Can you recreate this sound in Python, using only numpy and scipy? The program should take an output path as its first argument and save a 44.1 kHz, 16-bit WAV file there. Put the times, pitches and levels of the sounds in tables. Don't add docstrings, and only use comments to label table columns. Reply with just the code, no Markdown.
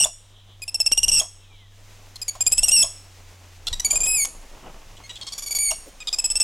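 import sys
import numpy as np
from scipy import signal
from scipy.fft import rfft, irfft
from scipy.io import wavfile
from scipy.ndimage import uniform_filter1d, minimum_filter1d, map_coordinates

SR = 44100
rng = np.random.default_rng(int(sys.argv[2]) if len(sys.argv) > 2 else 0)


def waveform_to_disk(signal):
    frames = np.transpose(np.atleast_2d(signal))
    scaled = np.clip(frames, -1, 1) * 32767
    samples = np.round(scaled).astype(np.int16)
    wavfile.write(sys.argv[1], SR, samples)


N = 283563
TIME = np.arange(N) / SR
TOP_HZ = 16200

# (time [s], half width [s], level [dB])
RUMBLE_SWELLS = [(.07, .03, -40.5), (1.05, 0.13, -33), (2.63, 0.21, -35.5), (3.74, 0.058, -35.5),
                 (3.98, 0.24, -33.5), (4.38, .08, -43), (4.93, 0.11, -39), (5.66, 0.3, -43),
                 (6.37, 0.097, -40.5)]
# (frequency [Hz], level [dB])
RUMBLE_COLOUR = [(10, -28.5), (20, 6), (35, -9), (55, -13), (90, -26), (200, -34), (500, -78)]
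# (start [s], low rustle [dB], high hiss [dB], echo send [dB], low rumble [dB])
BACKGROUND_LEVELS = [(0, -63, -62, 0, -52), (1.771, -58.5, -54, 0, -51.5), (3.62, -54.5, -53.5, 4, -45.5),
                     (4.85, -55.5, -53.5, 8.5, -49.5), (5.9, -56.5, -54, 2.5, -48)]
# (time [s], half width [s], level [dB])
RUSTLE_SWELLS = [(1.15, .09, -51), (4.0, 0.12, -44.5), (4.64, 0.17, -48)]
# (frequency [Hz], level [dB])
RUSTLE_COLOUR = [(60, -0.5), (150, -1.5), (300, -1), (700, 0), (1100, -2), (1700, -14.5), (3000, -11),
                 (6000, -76.5)]
HISS_COLOUR = [(800, 0), (2000, 6.5), (2800, 5.5), (4500, 3), (6500, 4.5), (9000, -3), (12000, -6.5),
               (16000, -10.5)]
# (time [s], firing rate [Hz], level [dB])
ENGINE_CURVE = [(0.05, 100, -58), (.55, 98.3, -50), (.9, 89, -53.5), (1.7, 99, -51.5), (2.45, 98.5, -51.5),
                (3.6, 89.3, -49), (3.95, 88, -66), (4.75, 92, -70), (4.95, 99, -51), (5.6, 108, -66)]
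# (frequency [Hz], level [dB])
THROAT_COLOUR = [(700, 1.5), (1500, 2), (2250, 0.5), (2550, 2.5), (2800, 4), (3400, 15.5), (4200, 4),
                 (5500, 6), (6300, 2), (7500, 7.5), (10000, 1), (11500, -2), (13000, -8), (16000, -31)]
# (frequency [Hz], level [dB])
SNAP_COLOUR = [(300, -28.5), (750, 8), (1700, -36.5), (2500, -7.5), (3200, 8.5), (4300, -13), (7300, 12),
               (10000, 1), (16000, -31)]
# (frequency [Hz], level [dB])
BREATH_COLOUR = [(100, 18), (300, 2.5), (750, 10), (1100, 3), (1800, -1.5), (3300, 10), (4600, -12),
                 (7500, 0.5), (11000, 14), (16000, -45)]
# (time [s], length [s], held pitch [Hz], hold [s], last pitch [Hz], sinking time [s], level [dB],
#  mouth resonance [Hz], brightness [dB], fundamental [dB], flutter [0-1], flutter rate [Hz])
CRY_NOTES = [(0.0, 0.042, 2834, 0.00068, 2734, 0.031, -13, 7450, -7, -3, 0.78, 145.6),
             (1.116, 0.088, 2844, 0.0046, 2600, 0.084, -14.5, 7160, -4, -4, 0.68, 143.5),
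             (2.717, 0.11, 2847, .042, 2665, 0.0095, -8, 7230, -2, -5, 0.42, 195),
             (4.066, .179, 2549, .095, 2180, .034, -20, 8950, 4.5, 2.5, .12, 142.7),
             (5.587, 0.12, 2312, 0.018, 2250, 0.015, -21.5, 8440, -0.5, -1, .05, 146)]
# (time [s], pitch [Hz], level [dB], hoarseness [0-1])
CRACK_NOTES = [(.042, 3470, -13.5, 0.19), (1.199, 3263, -12.5, 0), (2.828, 3320, -10.5, 0.02),
               (4.248, 2214, -22.5, 0.83), (5.709, 2794, -20.5, 0.15)]
# (time [s], decay [s], level [dB])
HUFF_PUFFS = [(.054, 0.017, -29), (1.212, 0.018, -30), (2.351, 0.012, -34.5), (2.839, 0.025, -33.5),
              (3.925, 0.03, -35), (3.985, 0.073, -46), (4.257, 0.027, -46), (5.716, 0.0093, -26.5)]
# (frequency [Hz], level [dB])
HUFF_COLOUR = [(150, -32.5), (480, -16.5), (640, 4.5), (820, -7.5), (1080, -4), (1500, -20.5), (3500, -17),
               (8000, -18.5), (15000, -33)]
# (time [s], half width [s], level [dB])
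WASH_SWELLS = [(.42, 0.23, -58.5), (1.55, 0.21, -59)]
# (time [s], length [s], pitch [Hz], level [dB], hoarseness [0-1])
PIP_NOTES = [ (0.619, 0.023, 2490, -32.5, 0.12), (.679, 0.019, 2650, -28, 0.08),
             (0.744, 0.018, 2707, -20, 0), (.802, 0.018, 2658, -15, 0), (.862, .017, 2692, -14, 0),
             (0.92, 0.017, 2790, -13, 0.01), (0.976, 0.017, 2833, -11.5, 0), (1.031, .019, 2826, -13, 0.08),
             (1.082, .019, 2800, -10, 0.08), (2.157, 0.012, 2190, -35.5, 0.67),
             (2.216, 0.018, 2480, -27.5, 0.16), (2.281, 0.018, 2270, -21.5, 0.15),
             (2.407, .021, 2466, -17.5, 0.07), (2.465, 0.018, 2480, -13.5, 0),
             (2.52, .018, 2590, -10.5, .1), (2.58, .017, 2660, -10.5, 0.08), (2.632, 0.019, 2794, -7, 0.02),
             (2.683, 0.015, 2695, -7, 0.16), (3.669, 0.019, 1383, -23.5, 0.63),
             (3.728, 0.016, 1935, -24.5, 0.47), (3.797, 0.011, 1978, -23, 0.42),
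             (3.847, 0.021, 2295, -16.5, 0.05), (3.908, 0.012, 2360, -8, 0),
             (3.956, 0.023, 2452, -17.5, 0.1), (4.004, .021, 2443, -19.5, .02),
             (4.032, 0.022, 2490, -19, 0.06), (4.056, 0.0113, 2530, -22.5, 0.42),
             (4.968, 0.015, 1980, -47.5, 1), (5.037, 0.032, 2150, -44.5, 0.15),
             (5.094, .022, 1956, -35, 0.65), (5.156, 0.022, 1706, -36, 0.9),
             (5.212, 0.025, 2120, -34.5, .75), (5.267, 0.026, 2154, -33, 0.8),
             (5.322, 0.02, 2280, -31.5, 0.6), (5.379, 0.0193, 2305, -30, 0.65),
             (5.422, 0.022, 2300, -32, 0.48), (5.461, .027, 2264, -30, 0.27),
             (5.508, 0.0237, 2300, -24.5, 0.23), (5.549, 0.026, 2266, -22, 0.22),
             (6.003, 0.029, 2480, -37.5, 0.37), (6.072, 0.021, 2433, -24, .6),
             (6.128, 0.021, 2517, -21, 0.26), (6.186, 0.018, 2600, -19, 0.14),
             (6.242, 0.023, 2612, -18, 0.15), (6.301, .023, 2655, -20, 0.15),
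             (6.355, .024, 2715, -18.5, 0.14), (6.404, 0.017, 2688, -5, 0.15)]
# (start [s], opening time [s], mouth resonance pair [Hz], brightness pair [dB],
#  pitch glide pair [share], fundamental [dB], flutter added at the last pip [0-1])
PIP_RUNS = [(0.61, 0.32, (3130, 6520), (2.8, 0), (-0.049, 0.0), -0.5, 0.67), (2.17, 0.17, (4900, 6970),
            (2.7, 2.9), (-0.033, 0.077), -5, .02), (3.66, 0.28, (3800, 7500), (-3.5, 3.8), (-0.018, 0.013),
            1, 0.1), (5.08, 0.29, (2600, 5960), (-36, 6.8), (0.026, -.005), -2, 0.1),
            (6.0, 0.19, (2250, 6860), (-15, -3), (-0.056, 0.013), -3.5, 0)]
# (frequency [Hz], level [dB])
WASH_COLOUR = [(1800, -48.0), (2600, -19), (3100, -1), (3900, -4.5), (4600, -35.5), (6000, -46.5)]
TICK_COLOUR = [(100, -8), (1000, 3), (5000, -15), (16000, -33)]
SCUFF_COLOUR = [(120, -25), (300, -7.5), (550, -4), (1200, -30), (8000, -27), (16000, -32)]
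ECHO_MID_COLOUR = [(200, -29.5), (3000, -8.5), (6000, -5.5), (8500, -5.5), (12000, -4.5), (16000, -58.5)]
ECHO_SIDE_COLOUR = [(200, 0.5), (3000, -36.5), (8500, -32.5), (12500, 5), (16000, 57)]

SCOOP, SCOOP_S = 0.03, 0.009
MOUTH_FOLLOW, FLUTTER_ONSET_S = 1.37, 0.0037
CRACK_S, CRACK_GLIDE, CRACK_MOUTH_HZ, CRACK_BRIGHT_DB, CRACK_FLUTTER = 0.0092, 0.068, 6500, 5.5, 0.42
STEADY_FLUTTER, FLUTTER_RISE_S = 0.098, 0.04
WHISTLE_AT_S, WHISTLE_HALF_S, WHISTLE_DB = 1.55, 0.18, -60
WHISTLE_HZ, WHISTLE_FALL_HZ_PER_S = 2300, 3200


def undb(db):
    return 10 ** (np.asarray(db) / 20)


def between(pair, share):
    return pair[0] + share * (pair[1] - pair[0])


def colour_db(points, hz):
    f, db = np.transpose(points)
    return np.interp(np.log(np.maximum(hz, 1)), np.log(f), db)


def noise(points, size=N):
    gain = undb(colour_db(points, np.fft.rfftfreq(size, 1 / SR)))
    y = irfft(rfft(rng.standard_normal(size)) * gain, size)
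    return y / y.std()


def walk(rate, size=N):
    knots = rng.standard_normal(int(size / SR * rate) + 4)
    return map_coordinates(knots, [np.arange(size) * rate / SR + 1], order=2)


def add(track, s, sound):
    i = max(int(s * SR), 0)
    track[i:i + len(sound)] += sound[:max(N - i, 0)]


def swells(table):
    power = 0
    for s, half, db in table:
        power = power + (undb(db) * np.exp(-((TIME - s) / half) ** 2)) ** 2
    return np.sqrt(power)


def background_levels(blend_s=0.15):
    starts, *columns = np.transpose(BACKGROUND_LEVELS)
    stretch = np.searchsorted(starts[1:], TIME)
    return [uniform_filter1d(c[stretch], int(blend_s * SR) + 1) for c in columns]


def rumble():
    *_, calm_db = background_levels()
    return np.hypot(undb(calm_db), swells(RUMBLE_SWELLS)) * noise(RUMBLE_COLOUR + [(2000, -73)])


def outdoors(side=0.2, crackle_db=2.0, grain_db=3):
    low_db, high_db, *_ = background_levels()
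    grainy = swells(RUSTLE_SWELLS) * undb(grain_db * walk(90))
    low = np.hypot(undb(low_db), grainy) * undb(2.0 * walk(25) + crackle_db * walk(250))
    high = undb(high_db + 0.8 * walk(20))
    mid, wide = (low * noise(RUSTLE_COLOUR) + high * noise(HISS_COLOUR) for _ in range(2))
    return mid + side * wide * np.array([[1], [-1]])


def engine(octave_db=-24):
    s, rate_hz, level_db = np.transpose(ENGINE_CURVE)
    hz, db = np.interp(TIME, s, rate_hz), np.interp(TIME, s, level_db)
    phase = 2 * np.pi * np.cumsum(hz) / SR
    return undb(db) * np.sqrt(2) * (np.sin(phase) + undb(octave_db) * np.sin(2 * phase))


def tract_db(f, mouth_hz, bright_db, mouth_db=12, mouth_width=1400,
             notch_db=-5, notch_ratio=0.59, notch_width=600):
    mouth = mouth_db * np.exp(-((f - mouth_hz) / mouth_width) ** 2)
    notch = notch_db * np.exp(-((f - notch_ratio * mouth_hz) / notch_width) ** 2)
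    return colour_db(THROAT_COLOUR, f) + mouth + notch + bright_db * np.clip((f - 8000) / 1800, 0, 1)


def voice(hz, mouth_hz, bright_db, base_db, hoarse, flutter, flutter_hz=144, flutter_bend=0.044,
          flutter_depth=0.92, purr_db=-27, jitter=0.005, hoarse_jitter=0.022, rasp=0.69,
          shimmer_db=2.5, wander=0.017):
    size = len(hz)
    beat = 2 * np.pi * np.cumsum(flutter_hz * (1 + 0.083 * walk(83, size))) / SR
    bend = flutter_bend * flutter * (np.sin(beat) + 0.5 * walk(500, size))
    hz = hz * (1 + bend + (0.0067 + wander * hoarse) * walk(130, size))
    rough_hz = hz * (1 + (jitter + hoarse_jitter * hoarse) * walk(2500, size))
    phase = 2 * np.pi * np.cumsum(rough_hz) / SR

    k = np.arange(1, 23)[:, None] / 2
    shimmer = shimmer_db * np.array([walk(160, size) for _ in k])
    gain = undb(tract_db(k * hz, mouth_hz, bright_db) + base_db * (k == 1) + shimmer)
    half_gain = np.clip(0.89 * hoarse - 0.1, 0, 1)
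    gain = gain * np.where(k % 1, half_gain, 1) * (k * hz < TOP_HZ)
    partials = gain * np.sin(k * phase + rng.uniform(0, 2 * np.pi, k.shape))
    tone = np.sum(partials, 0) / np.sqrt(np.sum(gain ** 2, 0) / 2)

    f = np.geomspace(200, TOP_HZ, 60)
    turbulence = noise(np.c_[f, tract_db(f, np.mean(mouth_hz), np.mean(bright_db))], size)
    share = np.clip(rasp * hoarse, 0, 1)
    tone = np.sqrt(1 - share ** 2) * tone + share * turbulence

    depth = np.clip(flutter_depth * flutter ** 2, 0, 1)
    choke = (1 + depth * np.cos(beat)) / np.sqrt(1 + depth ** 2 / 2)
    return tone * choke + undb(purr_db) * flutter * np.sin(beat)


def gate(t, length, attack_s=0.0014, release_s=0.004):
    return np.clip(t / attack_s, 0, 1) * np.clip((length - t) / release_s + 0.5, 0, 1)


def creak(db, snap_db=-4, snap_s=0.0031, tick_db=-15, full_db=-12):
    t = np.arange(SR // 40) / SR
    lead_db = tick_db + 2 * min(db - full_db, 0)
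    ticks = [(rng.uniform(0.002, 0.005), lead_db, snap_s / 2),
             (rng.uniform(0.005, 0.007), lead_db, snap_s / 2),
             (0.008, snap_db, snap_s)]
    push = sum(undb(size) * (t >= s) * np.exp(-abs(t - s) / decay) for s, size, decay in ticks)
    return undb(db) * push * noise(SNAP_COLOUR, len(t))


def cries(waver_db=0.5, waver_per_s=70, drift=0.004):
    for (s, length, held_hz, hold_s, last_hz, sink_s, db, mouth_hz,
         bright_db, base_db, full_flutter, flutter_hz) in CRY_NOTES:
        t = np.arange(int((length + 0.004) * SR)) / SR
        sinking = np.maximum(t - hold_s, 0)
        hz = last_hz + (held_hz - last_hz) * np.exp(-sinking / sink_s)
        hz = hz * (1 - SCOOP * np.exp(-t / SCOOP_S) + drift * walk(waver_per_s, len(t)))
        flutter = full_flutter * (1 - np.exp(-sinking / FLUTTER_ONSET_S))
        closing_hz = mouth_hz * (hz / held_hz) ** MOUTH_FOLLOW
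        hoarse = 0.02 + 0.16 * flutter
        tone = voice(hz, closing_hz, bright_db, base_db, hoarse, flutter, flutter_hz)
        yield s, length, db, tone * undb(waver_db * walk(waver_per_s, len(t)))


def pip(length, hz, glide, mouth_hz, bright_db, hoarse, flutter, base_db=0, sag=0.016):
    along = np.arange(int((length + 0.004) * SR)) / SR / length
    contour = 1 + glide * (along - 0.5) - sag * np.minimum(along, 1) ** 6
    return voice(hz * contour, mouth_hz, bright_db, base_db, hoarse, flutter)


def cracks():
    for s, hz, db, hoarse in CRACK_NOTES:
        sound = pip(CRACK_S, hz, CRACK_GLIDE, CRACK_MOUTH_HZ, CRACK_BRIGHT_DB, hoarse, CRACK_FLUTTER)
        yield s, CRACK_S, db, sound


def huffs():
    out, t = np.zeros(N), np.arange(SR // 4) / SR
    for s, decay, db in HUFF_PUFFS:
        puff = np.minimum(t / 0.0018, 1) * np.exp(-t / decay)
        add(out, s, undb(db) * puff * noise(HUFF_COLOUR, len(t)))
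    return out


def wash():
    return swells(WASH_SWELLS) * undb(2 * walk(25)) * noise(WASH_COLOUR)


def pips():
    ends = [run[0] for run in PIP_RUNS[1:]] + [np.inf]
    for settings, end in zip(PIP_RUNS, ends):
        start, open_s, mouth_hz, bright_db, glide, base_db, last_flutter = settings
        run = [row for row in PIP_NOTES if start - 0.2 < row[0] < end - 0.2]
        last = run[-1][0]
        for s, length, hz, db, hoarse in run:
            age = max(s - start, 0)
            opening, progress = min(age / open_s, 1), age / (last - start)
            flutter = STEADY_FLUTTER + last_flutter * np.exp((s - last) / FLUTTER_RISE_S)
            sound = pip(length, hz, between(glide, progress), between(mouth_hz, opening),
                        between(bright_db, opening), hoarse, flutter, base_db)
            yield s, length, db, sound


def monkey(air_db=-25, air_decay_s=0.016):
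    out, effort = np.zeros(N), np.zeros(N)
    lead_s = 0.008
    for s, length, db, sound in [*cries(), *cracks(), *pips()]:
        loud = undb(db) * gate(np.arange(len(sound)) / SR, length)
        add(out, s, loud * sound)
        add(out, s - lead_s, creak(db))
        add(effort, s, loud)
    keep = np.exp(-1 / (air_decay_s * SR))
    breath = signal.lfilter([1 - keep], [1, -keep], effort)
    return out + undb(air_db) * breath * noise(BREATH_COLOUR)


def knocks(tick_db=-16, thump_db=-27, thump_hz=70, scuff_db=-45):
    out, t = np.zeros(N), np.arange(SR // 10) / SR
    tick = np.exp(-t / 0.001) * noise(TICK_COLOUR, len(t))
    thump = np.exp(-((t - 0.028) / 0.0095) ** 2) * np.sin(2 * np.pi * thump_hz * t)
    scuff = np.exp(-((t - 0.032) / 0.018) ** 2) * noise(SCUFF_COLOUR, len(t))
    add(out, 0.9165, undb(tick_db) * tick)
    add(out, 3.695, undb(thump_db) * thump)
    add(out, 5.85, undb(scuff_db) * scuff)
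    return out


def whistle():
    hz = WHISTLE_HZ - WHISTLE_FALL_HZ_PER_S * (TIME - WHISTLE_AT_S)
    loud = swells([(WHISTLE_AT_S, WHISTLE_HALF_S, WHISTLE_DB)]) * (1 + 0.47 * walk(80))
    return loud * np.sin(2 * np.pi * np.cumsum(hz * (1 + 0.0099 * walk(400))) / SR)


def surroundings(x, near_db=-19, near_t60=0.24, far_db=-25, far_t60=0.51, gap_s=0.011, side_db=-20):
    t = np.arange(int(0.8 * SR)) / SR
    power = 0
    for db, t60 in ((near_db, near_t60), (far_db, far_t60)):
        power = power + undb(db) ** 2 * undb(-120 * t / t60) * np.log(10 ** 6) / (t60 * SR)
    tail = np.sqrt(power) * (t > gap_s)
    sent = x * undb(background_levels()[2])
    mid, wide = (signal.fftconvolve(sent, tail * noise(colour, len(t)))[:N]
                 for colour in (ECHO_MID_COLOUR, ECHO_SIDE_COLOUR))
    return x + mid + undb(side_db) * wide * np.array([[1], [-1]])


def treble_width(x, skew=0.0037):
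    return x + skew * np.gradient(x, axis=1) * np.array([[1], [-1]])


def scene():
    close = treble_width(surroundings(monkey() + huffs() + knocks()))
    distance = engine() + wash() + whistle()
    return close + outdoors() + distance + rumble()


def record(dry, ceiling=0.42, hold_s=0.0023):
    hold = int(hold_s * SR) + 1
    room = ceiling / np.maximum(abs(dry).max(0), ceiling)
    gain = uniform_filter1d(minimum_filter1d(room, hold), hold)
    top_cut = signal.ellip(8, 0.2, 70, TOP_HZ, fs=SR, output="sos")
    return signal.sosfilt(top_cut, dry * gain)


dry = scene()
out = record(dry)
waveform_to_disk(out)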